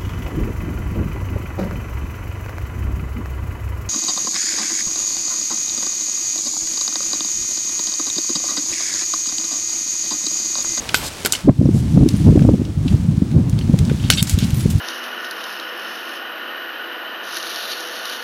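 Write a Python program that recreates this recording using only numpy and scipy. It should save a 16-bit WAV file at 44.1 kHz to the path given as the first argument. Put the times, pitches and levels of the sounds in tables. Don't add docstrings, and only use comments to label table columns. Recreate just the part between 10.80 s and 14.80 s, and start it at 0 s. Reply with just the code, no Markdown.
import sys
import numpy as np
from scipy import signal
from scipy.fft import rfft, irfft, next_fast_len
from scipy.io import wavfile
from scipy.ndimage import uniform_filter1d

SR = 44100
rng = np.random.default_rng(int(sys.argv[2]) if len(sys.argv) > 2 else 0)


def pcm_store(signal):
    levels = np.round(np.clip(np.atleast_2d(signal), -1, 1) * 32767)
    wavfile.write(sys.argv[1], SR, levels.astype(np.int16).T)


N = 176400

# t/s, level/dB, centre f/Hz, width/octaves, t60/s
CONTACTS = [(0.0906, -11.5, 2820, 0.92, 0.021), (.144, -0.5, 3240, 1, 0.023),
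            (0.1496, -20, 5030, 0.76, 0.12), (.449, -9.5, 5000, 0.97, 0.024),
            (.458, -11.5, 5400, 5.4, 0.052), (0.4722, -26, 8000, 1.4, .03), (.5224, -2, 7500, .8, .019),
            (.530, -18, 9000, .8, .03), (.5342, -12, 6000, .9, .04), (.552, -21, 5000, 1., .07),
            (1.288, -17.5, 4700, 1.25, 0.019), (1.593, -24, 1800, 0.67, 0.018),
            (1.623, -26.5, 2480, 1.4, 0.021), (1.852, -30, 3900, 0.77, .015),
            (2.08, -28.5, 3350, 0.65, 0.062), (2.515, -31, 3500, 1.1, 0.017), (2.696, -33, 9000, 1, 0.018),
            (2.727, -34.5, 2000, 1.4, 0.034), (2.79, -27.5, 3820, 1.5, 0.013),
            (2.988, -19, 4830, 1.77, 0.026), (3.0516, -32, 6500, 1, 0.017),
            (3.074, -31.5, 4000, 0.44, 0.018), (3.097, -23.5, 1860, 1.01, 0.04),
            (3.3015, 3, 3560, 2.45, 0.015), (3.309, -15, 6350, 1.2, 0.074),
            (3.3228, -14.5, 3700, 0.89, 0.087), (3.38, -11, 3670, 2.4, 0.01),
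            (3.4271, -6, 8150, 1.2, 0.011), (3.471, -24, 5000, 1.5, 0.083), (3.4957, -17, 8000, 1.2, .06),
            (3.5881, -16, 4950, 1.4, 0.015), (3.645, -25.5, 5000, 1.8, 0.0172),
            (3.705, -28, 6460, 2.5, 0.044), (3.9018, -23.5, 7460, 1.8, 0.074)]
# f/Hz, level/dB
BODY_COLOUR = [(200, 8), (1050, -7.5), (1500, 6.5), (1900, -6), (2250, 1.5), (2950, 1), (4300, -1.5),
               (5050, -1.5), (5700, -3.5), (7600, -1.5), (9000, -4), (9800, -5), (12000, -5.5),
               (16000, -15)]
# t/s, level/dB, centre f/Hz, t60/s
HANDLE_KNOCKS = [(.144, -16.5, 450, 0.0236), (.449, -13.5, 417, 0.031), (.459, -21.5, 395, 0.081),
                 (3.3006, -27.5, 600, 0.1)]
PART_MODES = {"jaw": [(1520, 5.5, 0.026), (2540, -6, 0.035), (3770, -15, 0.061)], "clip": [(8043, -9, .22),
              (12080, -5, .09), (12160, 0, .12)], "wire": [(2176, -1, 0.045), (2390, -14.5, 0.081),
              (2785, 8, 0.023), (2987, 17, 0.02), (3165, -19, 0.25), (4400, -3, 0.14), (5870, -7, 0.133),
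              (7850, -23, .14)], "small link": [(9500, -7.5, 0.19), (9400, -10, .06), (13600, -13, .1)],
              "spring": [(5625, 0.5, 0.055), (5800, -17, .06), (7810, -1, 0.043)],
              "loose clip": [(9880, -0.5, 0.29), (10000, -7, .18), (10030, -8, .12), (13490, -5, .18),
              (13560, -2, .2)]}
# t/s, level/dB, part
PART_BLOWS = [(.144, -9, "jaw"), (.149, -24, "clip"), (.172, -30, "clip"), (.5342, -24.5, "jaw"),
              (.5342, -29, "wire"), (.551, -32.5, "wire"), (0.856, -44, "spring"),
              (0.934, -41.5, "small link"), (1.365, -32, "small link"), (2.697, -41, "small link"),
              (2.788, -50, "wire"), (2.812, -43, "wire"), (3.199, -48, "wire"), (3.24, -40, "wire"),
              (3.3012, -15.5, "wire"), (3.338, -16.5, "spring"), (3.587, -38, "loose clip"),
              (3.652, -43, "loose clip"), (3.743, -33.5, "loose clip"), (3.792, -40, "loose clip"),
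              (3.9, -39, "loose clip"), (3.98, -44, "loose clip")]
# t/s, length/s, level/dB, centre f/Hz, width/octaves
WIRE_SCRAPES = [(0.158, 0.094, -30.5, 3600, 3.3), (0.232, 0.062, -27, 6230, 1.2),
                (0.937, .08, -40.5, 7900, 1.02), (3.335, .1, -32.5, 8500, 0.51),
                (3.476, 0.078, -30.5, 6050, 1.7), (3.586, 0.073, -30.5, 3660, 0.95),
                (3.792, 0.032, -33.5, 7000, 2.6)]
# t/s, length/s, level/dB, centre f/Hz
WIRE_CREAKS = [(2.779, 0.011, -41.5, 2930), (2.812, 0.013, -49, 2900), (3.072, .06, -47, 2800),
               (3.202, .03, -43, 3200), (3.238, 0.044, -38, 3600), (3.371, .038, -20, 4000)]
# f/Hz, level/dB, t60/s
GRIPPED_WIRE_MODES = [(1540, -5, 0.03), (2200, -6, 0.024), (2770, -9, 0.026), (3070, -5, 0.03),
                      (3260, 3.5, 0.015), (3660, 5, 0.022), (3900, -4, 0.019), (4440, -4.5, 0.021),
                      (4480, -13, .035)]
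# t/s, level/dB
RUMBLE_LEVEL = [(.62, -62), (.648, -10.5), (.71, -14), (.75, -27), (.785, -28), (.81, -21), (.9, -11),
                (1.0, -12.5), (1.12, -12.5), (1.2, -10), (1.3, -20.5), (1.46, -11), (1.57, -11),
                (1.74, -16.5), (1.78, -26), (1.83, -19), (2.0, -17), (2.3, -14.5), (2.5, -20.5),
                (2.6, -9.5), (2.66, -17.5), (2.86, -18.5), (2.94, -17.5), (3.1, -11.5), (3.28, -18),
                (3.48, -19.5), (3.6, -18), (3.7, -19), (4, -17.5)]
# f/Hz, level/dB
RUMBLE_COLOUR = [(20, -41), (40, -10.5), (65, -2), (100, 3), (150, 1), (230, -5), (310, -14), (450, -28.5),
                 (650, -33), (1200, -43), (3000, -95)]
# t/s, level/dB
FLUTTER_LEVEL = [(.62, -81), (.69, -9.5), (.75, -49), (.82, -20), (1.05, -31), (1.22, -12), (1.4, -27),
                 (1.57, -16), (1.8, -24.5), (2.1, -40), (2.42, -24), (2.75, -44), (2.95, -24.5), (3.3, -45),
                 (4, -59)]
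# f/Hz, level/dB
FLUTTER_COLOUR = [(100, -5), (200, 7.5), (310, 11), (480, -11), (700, -26), (1400, -39), (4000, -73)]
# t/s, level/dB, f/Hz, level of the small edge eddies/dB
PORT_EDDIES = [(.68, -2.5, 302, -1.5), (.687, -8, 208, -1.5), (.695, 0, 166, -9), (0.796, -1, 127, -24),
               (0.815, -3.5, 250, -5.5), (0.83, -2, 171, -12), (.858, -1, 196, -11), (0.892, -3, 243, -12),
               (.947, -4, 216, -14), (1.177, 1.5, 204, -22), (1.211, -6.5, 178, -12),
               (1.233, 0.5, 177, -28), (1.263, 0, 271, -34), (1.343, -1, 197, -15), (1.512, -4, 160, -20),
               (1.526, -6, 253, -11), (1.557, -2.5, 282, -5.5), (1.577, 1.5, 195, -14),
               (1.621, -1.5, 186, -34), (1.652, -1.5, 223, -22), (1.691, 2.5, 258, -2.5),
               (1.74, 1.5, 163, -13), (1.819, -3.5, 253, -12), (1.977, -5, 124, -35),
               (2.138, -6.5, 145, -29), (2.29, -1.5, 146, -45), (2.381, -2, 155, -38),
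               (2.423, -1, 207, -18), (2.555, -12, 130, -19), (2.601, -4.5, 164, -29),
               (2.734, -4.5, 138, -37), (2.899, -0.5, 192, -30), (2.941, 3, 147, -18),
               (3.031, -2.5, 159, -30), (3.117, -3, 157, -12.5), (3.301, -8, 130, -47),
               (3.427, -4, 153, -36), (3.547, -2, 81.5, -28), (3.579, -4, 170, -20),
               (3.628, -6.5, 167, -19), (3.735, -3.5, 99, -32), (3.859, 0.5, 167, -6),
               (3.958, -4, 105, -30)]
# t/s, level/dB
SLEEVE_LEVEL = [(.6, -35), (.7, -49.5), (.88, -45), (.98, -41.5), (1.12, -41), (1.26, -42.5), (1.31, -38),
                (1.46, -39), (1.68, -43), (1.75, -43.5), (1.98, -48), (2.12, -39.5), (2.25, -45),
                (2.52, -46.5), (2.64, -47.5), (2.76, -44.5), (3.27, -37.5), (3.7, -36), (4, -38.5)]
# f/Hz, level/dB
SLEEVE_COLOUR = [(500, 0), (1500, 1), (3000, 1.5), (6500, -1), (10000, -6), (16000, -19)]
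# t/s, level/dB
BACKGROUND_LEVEL = [(0, -33), (.2, -33), (.24, -27), (.3, -36.5), (.6, -36), (.7, -48.5), (2.7, -41),
                    (3.4, -41.5), (4, -45)]
# f/Hz, level/dB
BACKGROUND_COLOUR = [(15, -42), (25, 1), (64, 15), (335, 5), (427, 6), (624, 2), (818, 2.5), (2840, -9),
                     (4140, -9.5), (13200, -32), (16000, -18)]

RING_LENGTH_S = .3


def pliers(tail_db=-19, tail_t60_s=.12, shimmer_db=4):
    out, t = np.zeros(N), seconds(RING_LENGTH_S)
    for start, db, hz, octaves, t60 in CONTACTS:
        crack = colour(grit(len(t), spread_db=4.5), BODY_COLOUR, hz, octaves) * fade(t, t60)
        steel = rng.standard_normal(len(t)) + undb(shimmer_db) * shimmer(len(t), count=110)
        tail = colour(steel, BODY_COLOUR, hz, octaves) * fade(t, tail_t60_s)
        add(out, start, undb(db) * (crack + undb(tail_db) * tail))
    for start, db, hz, t60 in HANDLE_KNOCKS:
        knock = colour(rng.standard_normal(len(t)), BODY_COLOUR, hz, octaves=.89)
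        add(out, start, undb(db) * knock * fade(t, t60))
    return out


def shimmer(size, count):
    lines = np.zeros(size // 2 + 1, complex)
    strengths = rng.standard_normal(count) + 1j * rng.standard_normal(count)
    lines[rng.integers(len(lines) // 20, len(lines) * 3 // 4, count)] = strengths
    return unit(irfft(lines, size))


def ringing_parts():
    out = np.zeros(N)
    for start, db, part in PART_BLOWS:
        add(out, start, undb(db) * ring(PART_MODES[part]))
    return out


def ring(modes, rattle_per_s=110, rattle_db=5):
    t = seconds(.5)
    out = np.zeros(len(t))
    for hz, db, t60 in modes:
        rattle = rattle_db * walk(len(t), rattle_per_s) * (1 - fade(t, t60=.019))
        out += undb(db + rattle) * fade(t, t60) * np.sin(2 * np.pi * hz * t)
    return out


def scrapes():
    out = np.zeros(N)
    for start, length, db, hz, octaves in WIRE_SCRAPES:
        t = seconds(length)
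        friction = grit(next_fast_len(len(t)), spread_db=2.5)
        stroke = colour(friction, BODY_COLOUR, hz, octaves)[:len(t)]
        add(out, start, undb(db) * stroke * np.sqrt(np.sin(np.pi * t / length)))
    return out


def creaks(slips_per_s=1400):
    out, wire = np.zeros(N), ring(GRIPPED_WIRE_MODES)
    for start, length, db, hz in WIRE_CREAKS:
        size = int(length * SR)
        slips = (rng.random(SR) < slips_per_s / SR) * rng.uniform(.32, 1, SR)
        ringing = signal.fftconvolve(slips[:size], wire)[:SR // 2]
        creak = colour(ringing, BODY_COLOUR, hz, octaves=1)
        add(out, start, undb(db) * creak / (np.std(creak[:size]) + 1e-9))
    return out


def wind(buffets_per_s=38, rumble_swing_db=3, flutter_swing_db=5):
    buffet = walk(N, buffets_per_s)
    rumble = colour(rng.standard_normal(N) * undb(rumble_swing_db * buffet), RUMBLE_COLOUR)
    flutter = colour(rng.standard_normal(N) * undb(flutter_swing_db * buffet), FLUTTER_COLOUR)
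    return rumble * curve(RUMBLE_LEVEL) + flutter * curve(FLUTTER_LEVEL)


def eddies(edge_hz=355, edge_spread_s=.00421, half_span_s=.03):
    out, t = np.zeros(N), seconds(2 * half_span_s) - half_span_s
    for centre, db, hz, edge_db in PORT_EDDIES:
        edge = sum(swirl(t - edge_spread_s * late, edge_hz * 2 ** (.35 * pitch), cycles=.48)
                   for late, pitch in rng.uniform(-.955, 1, size=(3, 2)))
        thump = undb(db) * swirl(t, hz, cycles=.44)
        add(out, centre - half_span_s, thump + undb(edge_db) * edge / np.sqrt(3))
    return out


def swirl(t, hz, cycles):
    return np.exp(-(t * hz / cycles) ** 2 / 2) * np.sin(2 * np.pi * hz * t)


def sleeves():
    return colour(grit(N, spread_db=2.5), SLEEVE_COLOUR) * curve(SLEEVE_LEVEL)


def bird(from_s=.7, to_s=2.78, note_s=.032, spacing_s=.055, crest_hz=8500, arch_depth=.1, warble=.025):
    notes, t = np.zeros(N), seconds(note_s)
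    arch = np.sin(np.pi * t / note_s)
    for start in np.arange(from_s, to_s, spacing_s):
        late, pitch, strength = rng.standard_normal(3)
        hz = crest_hz * (1 + .03 * pitch + arch_depth * (arch - 1) + warble * walk(len(t), 300))
        note = arch * np.sin(2 * np.pi * np.cumsum(hz) / SR)
        add(notes, start + .016 * late, undb(-50 + 3 * strength) * note)
    t = seconds(RING_LENGTH_S)
    echo = rng.standard_normal(len(t)) * fade(t, t60=.2)
    blurred = signal.fftconvolve(notes, echo / np.linalg.norm(echo))[:N]
    return (notes + blurred) / 2


def background_noise():
    return colour(rng.standard_normal(N), BACKGROUND_COLOUR) * curve(BACKGROUND_LEVEL)


def colour(x, points, hz=1000, octaves=np.inf):
    log_f = np.log2(np.fft.rfftfreq(len(x), 1 / SR) + 1)
    point_hz, point_db = np.array(points).T
    gain = undb(np.interp(log_f, np.log2(point_hz), point_db))
    hump = 1 / (1 + ((log_f - np.log2(hz)) / octaves) ** 2 / 2) ** 2
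    return unit(irfft(rfft(x) * hump * gain, len(x)))


def grit(size, spread_db):
    grains = np.repeat(rng.standard_normal(size // 32 + 1), 32)[:size]
    return rng.standard_normal(size) * undb(spread_db * grains)


def walk(size, rate):
    hold = int(SR / rate)
    steps = np.repeat(rng.standard_normal(size // hold + 1), hold)
    return 1.2 * uniform_filter1d(steps, hold)[:size]


def fade(t, t60):
    return np.exp(-np.log(1000) * t / t60)


def curve(points):
    return undb(np.interp(np.arange(N) / SR, *np.array(points).T))


def add(out, start, x):
    i = min(max(int(start * SR), 0), N)
    out[i:i + len(x)] += x[:N - i]


def undb(db):
    return 10 ** (np.asarray(db) / 20)


def unit(x):
    return x / (np.std(x) + 1e-12)


def seconds(length):
    return np.arange(int(length * SR)) / SR


def scene():
    tool = pliers() + ringing_parts() + scrapes() + creaks()
    return (tool + wind() + eddies() + sleeves() + bird() + background_noise())[None]


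def record(dry, ceiling=.92, top_hz=16100):
    rounded = dry / (1 + (dry / ceiling) ** 8) ** (1 / 8)
    return signal.sosfilt(signal.ellip(10, .2, 80, top_hz, fs=SR, output="sos"), rounded)


dry = scene()
out = record(dry)
pcm_store(out)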